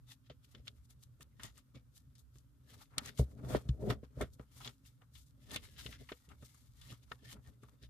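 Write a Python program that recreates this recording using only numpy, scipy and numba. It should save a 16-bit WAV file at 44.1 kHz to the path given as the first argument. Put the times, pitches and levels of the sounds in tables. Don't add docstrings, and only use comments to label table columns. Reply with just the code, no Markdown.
import sys
import numpy as np
from scipy import signal
from scipy.fft import rfft, irfft
from scipy.io import wavfile
from scipy.ndimage import uniform_filter1d
from numba import njit

SR = 44100
rng = np.random.default_rng(int(sys.argv[2]) if len(sys.argv) > 2 else 0)


def field_ratio(decibels):
    return 10 ** (np.asarray(decibels, dtype=float) / 20)


def digitize_waveform(pressure):
    field = np.atleast_2d(pressure).T
    bounded = np.clip(field, -1, 1)
    quanta = np.round(bounded * 32767).astype(np.int16)
    wavfile.write(sys.argv[1], SR, quanta)


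N = 347949

# f/Hz, width/Hz, relative level/dB
SHEET_MODES = [(1290, 434, 2), (1820, 67, -3.5), (2142, 160, -4.5), (2957, 710, -3.5), (3500, 160, -2.5),
               (4200, 360, -16.5), (4920, 110, -8.5), (6700, 730, -7.5)]


def slide():
    # f/Hz, relative level/dB per Hz
    rustle_spectrum = [(900, -26.5), (1800, -2), (2700, 8.5), (3600, 11), (5200, 7.5), (7000, -3.5),
                       (10000, -37.5)]
    fine_spectrum = [(1500, -47.5), (3500, -10), (5500, -11), (6600, -9.5), (8000, -10.5), (13000, -12),
                     (14700, -16)]
    flex_spectrum = [(400, -23), (800, -5.5), (1050, -7), (1280, -3), (1550, -10), (2200, -14.5),
                     (4500, -37)]
    # peak t/s, swell/s, fade/s, rustle level/dB, fine hiss level/dB, flex level/dB
    stroke_rows = [(.12, 0.052, 0.044, -56, -54, -67.5), (.268, .04, 0.043, -73.5, -85, -90),
                   (.319, 0.051, 0.073, -76, -100, -72), (.449, 0.029, 0.029, -68.5, -65.5, -81),
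                   (.515, 0.065, 0.065, -84, -72.5, -95), (.574, 0.26, 0.073, -78, -85, -80),
                   (.663, .04, 0.11, -76, -70, -85), (.763, .06, 0.1, -91, -76, -87),
                   (.855, 0.033, .03, -90, -73, -90), (.908, 0.026, 0.045, -72, -63.5, -76),
                   (1.033, 0.035, 0.041, -84, -60, -77), (1.227, 0.027, 0.014, -63, -52, -75),
                   (1.452, 0.089, 0.076, -58, -59.5, -59.5), (1.581, 0.075, 0.053, -65.5, -63.5, -76),
                   (1.756, 0.027, 0.07, -66.5, -75, -68), (1.976, 0.063, 0.051, -73.5, -59, -77),
                   (2.195, 0.033, .045, -86, -63.5, -76), (2.372, 0.067, 0.077, -78, -69, -82),
                   (2.704, 0.058, 0.2, -68.5, -65.5, -70), (2.824, 0.19, 0.078, -68, -64.5, -69.5),
                   (2.935, 0.031, .3, -92, -76, -58.5), (2.978, 0.019, 0.046, -68, -81, -40),
                   (3.078, .15, 0.075, -56, -58, -59), (3.198, 0.049, 0.053, -56.5, -48, -85),
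                   (3.317, 0.35, .12, -95, -74.5, -74.5), (3.395, .04, .2, -90, -86, -67),
                   (3.45, .05, .15, -76, -75, -61), (3.522, .13, 0.16, -60.5, -53, -53),
                   (3.557, 0.061, 0.046, -45.5, -48, -36), (3.687, 0.023, 0.11, -78, -68, -66),
                   (3.816, 0.065, 0.18, -76.5, -68, -69), (3.865, 0.093, .1, -73, -67, -63),
                   (3.906, 0.041, 0.052, -48.5, -51.5, -48), (4.041, .025, 0.042, -70.5, -75, -65.5),
                   (4.225, 0.097, 0.065, -62.5, -58.5, -53.5), (4.34, 0.049, 0.025, -92, -64.5, -92),
                   (4.415, 0.09, 0.1, -98, -76, -74), (4.57, 0.079, 0.27, -73, -59, -72),
                   (4.605, .04, .1, -80, -75, -62), (4.654, 0.078, 0.075, -55.5, -60, -57),
                   (4.694, 0.19, 0.023, -58.5, -64.5, -61), (4.864, 0.054, .1, -71.5, -64, -82),
                   (5.019, 0.025, .07, -95.5, -80, -71), (5.163, 0.048, 0.12, -71.5, -57.5, -78),
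                   (5.275, .1, 0.089, -90.5, -75, -99), (5.435, 0.067, .06, -78, -72, -96),
                   (5.547, 0.12, 0.083, -54, -56, -58.5), (5.637, .06, 0.2, -63.5, -62.5, -70.5),
                   (5.787, 0.062, 0.47, -57, -60.5, -69), (5.877, 0.26, 0.12, -68, -57, -71),
                   (6.111, 0.44, 0.47, -94, -68.5, -76), (6.321, 0.067, 0.044, -87, -75, -62.5),
                   (6.445, 0.14, 0.55, -76, -66.5, -79), (6.83, 0.27, 0.41, -88, -70, -78),
                   (6.924, 0.23, 0.1, -62, -62, -68.5), (7.034, 0.045, 0.039, -73, -73, -78),
                   (7.119, 0.072, 0.13, -73, -69, -67), (7.254, 0.07, 0.13, -64.5, -68, -73),
                   (7.328, 0.1, 0.034, -54.5, -52.5, -63), (7.37, .05, 0.054, -87, -80, -61.5),
                   (7.478, 0.092, 0.083, -72.5, -66, -66.5), (7.628, 0.055, 0.17, -78, -77, -87.5),
                   (7.693, 0.11, 0.091, -90, -74, -74), (7.837, 0.043, 0.051, -60, -64.5, -73)]
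    # rustle level/dB, fine hiss level/dB, flex level/dB
    held_levels = (-95.5, -98, -95)
    rustle_db, fine_db, flex_db = strokes(stroke_rows, held_levels)
    catch_db = 2.2 * walk(80)

    pops = (rng.random(N) < 90 / SR) * field_ratio(2.5 * rng.exponential(size=N)) * 7
    skin = pair(0.082) * field_ratio(catch_db + 1.9 * walk(500)) + pops
    rings = sum(sheet_mode(skin, *mode) for mode in SHEET_MODES)
    ring_spectrum = rustle_spectrum[:2] + [(7000, -7), rustle_spectrum[-1]]
    rustle = 0.75 * colour(skin, rustle_spectrum) + 0.8 * colour(rings, ring_spectrum)

    ticks = (rng.random(N) < 12 / SR) * field_ratio(2.5 * rng.exponential(size=N)) * 11
    fibres = pair(0.046) * field_ratio(catch_db + 1.0 * walk(700)) + ticks
    fine = colour(fibres, fine_spectrum)

    flex = colour(pair(0.11) * field_ratio(catch_db + 2.5 * walk(120)), flex_spectrum)
    mix = rustle * field_ratio(rustle_db) + fine * field_ratio(fine_db) + flex * field_ratio(flex_db)
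    return mix * sides(3.8)


def sheet_mode(skin, hz, width, db):
    centre = hz * (1 + 0.05 * walk(6))
    swell = field_ratio(db + 4.5 * walk(26)) / np.sqrt(width)
    return swell * np.array([svf(x, centre, 1.0 * width) for x in skin])


@njit
def svf(x, hz, width):
    y, band, low = np.empty(len(x)), 0.0, 0.0
    for i in range(len(x)):
        g, damping = np.tan(np.pi * hz[i] / SR), width / hz[i]
        v = (band + g * (x[i] - low)) / (1 + g * (g + damping))
        band, low, y[i] = 2 * v - band, low + 2 * g * v, damping * v
    return y


def snaps():
    # t/s, ring peak level/dB, ring f/Hz, tick peak above ring/dB, t60/s (held to 0.008-0.12),
    # left minus right/dB
    snap_rows = [(0.298, -46.5, 3200, -31, 0.078, 3), (0.548, -42, 3080, -40, 0.04, 2.5),
                 (0.671, -44, 3200, -21, 0.061, -2), (0.679, -32.5, 3900, -12, 0.026, 2.5),
                 (1.025, -62, 3950, -20, 0.083, 3), (1.207, -50.5, 1190, -2, 0.088, 0),
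                 (1.396, -45.5, 2030, -15, 0.099, 1), (1.433, -39.5, 3600, 2, 0.085, 4.5),
                 (1.577, -57.5, 1270, 9, 0.091, 5), (1.746, -66, 1230, -25, 0.041, 5.5),
                 (2.153, -61.5, 5230, 6, 0.1, 4), (2.356, -62.5, 1210, -4, 0.032, 8),
                 (2.384, -66, 6300, 9, 0.035, 14), (2.981, -21.5, 4200, -0.5, 0.032, 1.5),
                 (3.059, -50.5, 1340, 17, 0.039, 0), (3.174, -50.5, 4100, -8, 0.13, 10.5),
                 (3.187, -44.5, 845, 5, 0.15, -1), (3.447, -51.5, 851, -28, 0.059, -6),
                 (3.549, -36, 1720, -35, 0.055, -12), (3.689, -41.5, 4380, -36, 0.036, 2),
                 (3.902, -28.5, 1040, -34, 0.091, -3), (4.034, -63, 1020, -24, 0.049, -4),
                 (4.211, -32, 1500, -6, 0.096, -0.5), (4.395, -49.5, 824, -60, 0.07, 4),
                 (4.675, -34, 3900, -31, 0.028, 0), (4.85, -61.5, 2600, -20, 0.11, 4),
                 (5.018, -59, 1645, -30, 0.04, 7), (5.152, -56, 3500, -20, 0.14, 16.5),
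                 (5.508, -41.5, 3320, -13, 0.05, 8), (5.515, -51.5, 3780, 11, 0.043, -4),
                 (5.544, -43, 4030, -2, 0.05, 14), (5.56, -27.5, 2780, -4.5, 0.062, -0.5),
                 (5.862, -32, 2860, -31, 0.045, 5), (5.926, -44, 2880, -27, 0.03, 2),
                 (6.089, -42, 1900, -19, 0.088, 3), (6.119, -38.5, 2070, -31, 0.044, 5),
                 (6.289, -57, 2750, 0.5, 0.12, 4), (6.316, -50.5, 1400, -32, 0.053, 4),
                 (6.424, -56, 1330, -10, 0.1, 5.5), (6.544, -61.5, 1290, 3.5, 0.11, 6),
                 (6.813, -49.5, 3630, -4, 0.13, 3.5), (6.921, -49.5, 1110, -20, 0.12, 1),
                 (7.117, -33.5, 1330, -30, 0.032, 4.5), (7.462, -63, 2130, -10, 0.036, 5),
                 (7.633, -52.5, 1030, -5.5, 0.087, 3.5), (7.685, -57.5, 790, -19, 0.042, 9)]
    return place([row[0] for row in snap_rows], [snap(*row[1:]) for row in snap_rows])


def snap(db, hz, treble_db, t60, pan_db):
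    t = np.arange(4096) / SR
    f = np.fft.rfftfreq(len(t), 1 / SR) + 1
    fade = np.exp(-np.log(1000) * t / np.clip(t60, 0.008, 0.12))
    crackle = pair(0.37, len(t)) * fade * np.minimum(t / 0.001 + 0.35, 1)

    answer = 0.3
    for mode_hz, width, gain_db in SHEET_MODES:
        gain = field_ratio(gain_db + 3.8 * rng.standard_normal())
        answer = answer + gain / (1 + 1j * (f - mode_hz * mode_hz / f) / width)
    own_pitch = 1 / (1 + 1j * 1.4 * (f / hz - hz / f))
    ring = irfft(rfft(crackle) * answer * own_pitch / (1 + (f / 7000) ** 4), len(t))

    tick = irfft(rfft(crackle * fade) / (1 + (6000 / f) ** 6) / (1 + (f / 9500) ** 4), len(t))
    both = ring / np.abs(ring).max() + field_ratio(treble_db) * tick / np.abs(tick).max()
    return both * field_ratio(db) * sides(pan_db)


def knocks():
    # t/s, peak level/dB, contact/ms, upper modes' level/dB
    knock_rows = [(0.3, -41.5, 0.74, 12), (0.545, -57, 1.4, 3), (0.596, -57, 1.1, 4.0),
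                  (0.675, -54, 4.3, -15), (0.96, -53, 4.2, -15), (1.199, -57, 0.89, 13),
                  (1.205, -50.5, 3, -10), (1.386, -52, 6, -15), (1.744, -44.5, 3, 10), (1.96, -57, 5, -15),
                  (2.075, -54, 3.3, -15), (2.356, -51, 2.9, 6), (2.598, -54, 5, -15),
                  (2.977, -37.5, 1.7, 2), (3.194, -15, 1, -4), (3.437, -30.5, 1.6, -6.5),
                  (3.548, -18, 0.68, 18), (3.655, -37, 3.2, -15), (3.691, -18.5, 3.3, -15),
                  (3.899, -24, 0.99, -0.5), (4.029, -37.5, 2.2, 15), (4.172, -34, 1.7, -0.5),
                  (4.208, -23.5, 0.36, 10), (4.22, -31.5, 0.39, 17), (4.395, -36.5, 1.8, 7.5),
                  (4.616, -49, 5, -15), (4.835, -52, 3.8, -15), (5.02, -63, 0.6, 15),
                  (5.083, -53.5, 4, -16), (5.14, -51, 5.3, -15), (5.388, -58, 3, -15), (5.559, -39, 1, 15),
                  (5.77, -48, 5, -15), (5.856, -36.5, 1.9, 1.5), (6.117, -35, 0.53, 14),
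                  (6.282, -51, 2.6, 0), (6.43, -50.5, 1.45, 6), (6.546, -56, 5, -15), (6.91, -59, 1.3, -9),
                  (7.114, -41.5, 1, 11.5), (7.232, -61, 4, -9), (7.475, -53.5, 3.4, -10),
                  (7.631, -47.5, 2.2, 12), (7.82, -51, 6.2, -14)]
    sounds = []
    for _, db, ms, upper_db in knock_rows:
        push = np.hanning(max(int(ms * SR / 1000), 1) + 2)
        y = signal.fftconvolve(desk_ring(upper_db, tilt_db=3.5), push[None])
        sounds.append(y / np.abs(y).max() * field_ratio(db) * sides(0.7))
    return place([row[0] for row in knock_rows], sounds)


def drags():
    drag_db = drag_level()
    judder = uniform_filter1d(pair(0.7) * field_ratio(2.5 * walk(160)), size=24)
    dull = signal.fftconvolve(judder, desk_ring(0, -15.0, -4.0), axes=1)[:, :N]
    bright = signal.fftconvolve(judder, desk_ring(0, -15.0, 7.0), axes=1)[:, :N]
    hard = np.clip(field_ratio(0.67 * (drag_db + 41.5)), 0.03, 1)
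    shake = dull / dull.std() + hard * bright / bright.std()
    return field_ratio(drag_db) * shake * sides(1.5)


def drag_level():
    # peak t/s, swell/s, fade/s, level/dB
    drag_rows = [(.559, 0.039, 0.094, -58.5), (.683, 0.12, 0.25, -66.5), (1.217, .03, 0.15, -67),
                 (1.402, 0.031, .025, -59), (1.447, 0.022, 0.045, -53.5), (1.586, .2, 0.11, -68),
                 (1.766, .05, .1, -59), (2.774, 0.29, 0.12, -62.5), (2.98, 0.095, 0.19, -56),
                 (3.088, 0.19, 0.086, -55.5), (3.218, 0.067, 0.059, -44.5), (3.39, 0.032, .2, -62),
                 (3.502, 0.11, 0.27, -46.5), (3.577, 0.41, 0.026, -42), (3.675, .06, 0.19, -54.5),
                 (3.821, 0.14, .3, -47), (3.875, 0.21, 0.16, -45.5), (3.911, 0.17, 0.058, -38),
                 (4.18, .04, .15, -49.5), (4.23, 0.096, 0.064, -41.5), (4.42, 0.33, 0.054, -67),
                 (4.689, 0.23, .065, -56.5), (5.517, .07, .3, -55.5), (5.567, 0.23, 0.046, -52),
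                 (5.892, 0.24, 0.16, -55.5), (6.021, 0.064, 0.033, -54), (6.316, 0.12, 0.16, -64),
                 (6.43, 0.038, 0.036, -55), (6.924, 0.084, .05, -52.5), (7.029, .2, 0.13, -74),
                 (7.139, .045, 0.046, -62.5), (7.234, 0.018, 0.37, -61.5), (7.383, 0.18, .035, -56),
                 (7.473, 0.053, 0.31, -65.5), (7.638, .055, 0.071, -60), (7.757, .4, .1, -70),
                 (7.842, 0.051, 0.035, -55.5)]
    return strokes(drag_rows, [-79])[0]


def desk_ring(upper_db, lower_db=0, tilt_db=0):
    # f/Hz, relative level/dB, t60/s
    desk_modes = [(66.1, 2, 0.16), (127.7, 2, 0.1), (217.3, -6, 0.037), (275.8, -10, 0.056),
                  (375, -11.5, 0.044), (427.7, -10.5, 0.058), (491.6, -15.5, 0.089), (604, -8, 0.031),
                  (749, -21, .03), (940, -26.5, .02), (1300, -30, .015)]
    upper_hz = 180
    t = np.arange(SR // 4) / SR
    out = 0
    for hz, db, t60 in desk_modes:
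        upper = hz > upper_hz
        phase = upper * (2 * np.pi * rng.random() + 0.5 * rng.standard_normal((2, 1)))
        share_db = upper_db + tilt_db * np.log2(hz / upper_hz) if upper else lower_db
        fade = np.exp(-np.log(1000) * t / t60)
        out = out + field_ratio(db + share_db) * np.sin(2 * np.pi * hz * t + phase) * fade
    return out * np.minimum(t / 0.00074, 1)


def rumble_and_hum():
    shake = field_ratio(drag_level())
    rumble_gain = field_ratio(-66 + 4.5 * np.minimum(walk(14), 1.2)) + field_ratio(-6.5) * shake
    hum_gain = field_ratio(-70.5 + 4 * np.minimum(walk(16), 1.2)) + field_ratio(-4) * shake
    rumble = colour(pair(0.52), peak(62, 43))
    hum = colour(pair(0.91), peak(121.6, 20))
    return rumble * rumble_gain + hum * hum_gain


def drone():
    return colour(pair(0.8), peak(267.2, 35)) * field_ratio(-84.5) * field_ratio(3.5 * walk(9))


def hiss():
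    # f/Hz, relative level/dB per Hz
    hiss_spectrum = [(88, -9), (150, 0), (182, -15), (257, -5.5), (330, -21.5), (586, -34.5), (928, -28.5),
                     (1360, -24), (2000, -35.5), (6820, -35), (14700, -33.5)]
    mid, side = rng.standard_normal((2, N))
    side = signal.sosfilt(signal.butter(1, 500, "high", fs=SR, output="sos"), side)
    return colour(mid + side * np.array([[1], [-1]]), hiss_spectrum) * field_ratio(-76)


def strokes(table, rest_db):
    span_db = 30
    t = np.arange(0, N + 64, 64) / SR
    s, swell, fade, *columns = np.transpose(table)[:, :, None]
    rising = (s - t) / np.maximum(swell, 0.005)
    falling = (t - s) / np.maximum(fade, 0.005)
    shape_db = -span_db * np.maximum(rising, falling)
    levels = []
    for db, rest in zip(columns, rest_db):
        power = field_ratio(2 * rest) + field_ratio(2 * (db + shape_db)).sum(axis=0)
        levels.append(np.interp(np.arange(N) / SR, t, 10 * np.log10(power)))
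    return levels


def colour(x, spectrum):
    hz, db = np.transpose(spectrum)
    f = np.fft.rfftfreq(N, 1 / SR) + 1
    gain_db = np.interp(np.log(f), np.log(hz), db, -90, -90)
    y = irfft(rfft(x) * field_ratio(gain_db), N)
    return y / y.std()


def peak(hz, width):
    f = hz * np.geomspace(1 / 4, 4, 200)
    return np.transpose([f, -20 * np.log10(1 + ((f - hz * hz / f) / width) ** 2)])


def walk(rate):
    k = int(SR / rate)
    held = np.repeat(rng.standard_normal(N // k + 1), k)
    return 1.6 * uniform_filter1d(uniform_filter1d(held, k), k)[:N]


def pair(alike, length=N):
    alike = np.clip(alike, 0, 1)
    mid, side = rng.standard_normal((2, length))
    return np.sqrt((1 + alike) / 2) * mid + np.sqrt((1 - alike) / 2) * side * np.array([[1], [-1]])


def sides(pan_db):
    return field_ratio(np.outer([0.5, -0.5], pan_db))


def place(times, sounds):
    out = np.zeros((2, N + SR))
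    for s, sound in zip(times, sounds):
        i = int(s * SR)
        out[:, i:i + sound.shape[-1]] += sound
    return out[:, :N]


def scene():
    sheet = slide() + snaps()
    sheet[1] = np.roll(sheet[1], 2)
    return sheet + knocks() + drags() + rumble_and_hum() + drone() + hiss()


def band_limit(x):
    return signal.sosfilt(signal.butter(12, 15820, fs=SR, output="sos"), x)


def record(dry):
    bass_cut = signal.butter(3, 50.5, "high", fs=SR, output="sos")
    top_cut = signal.ellip(8, 0.2, 50, 14650, fs=SR, output="sos")
    mix = signal.sosfilt(top_cut, signal.sosfilt(bass_cut, dry))
    return band_limit(mix)


dry = scene()
out = record(dry)
digitize_waveform(out)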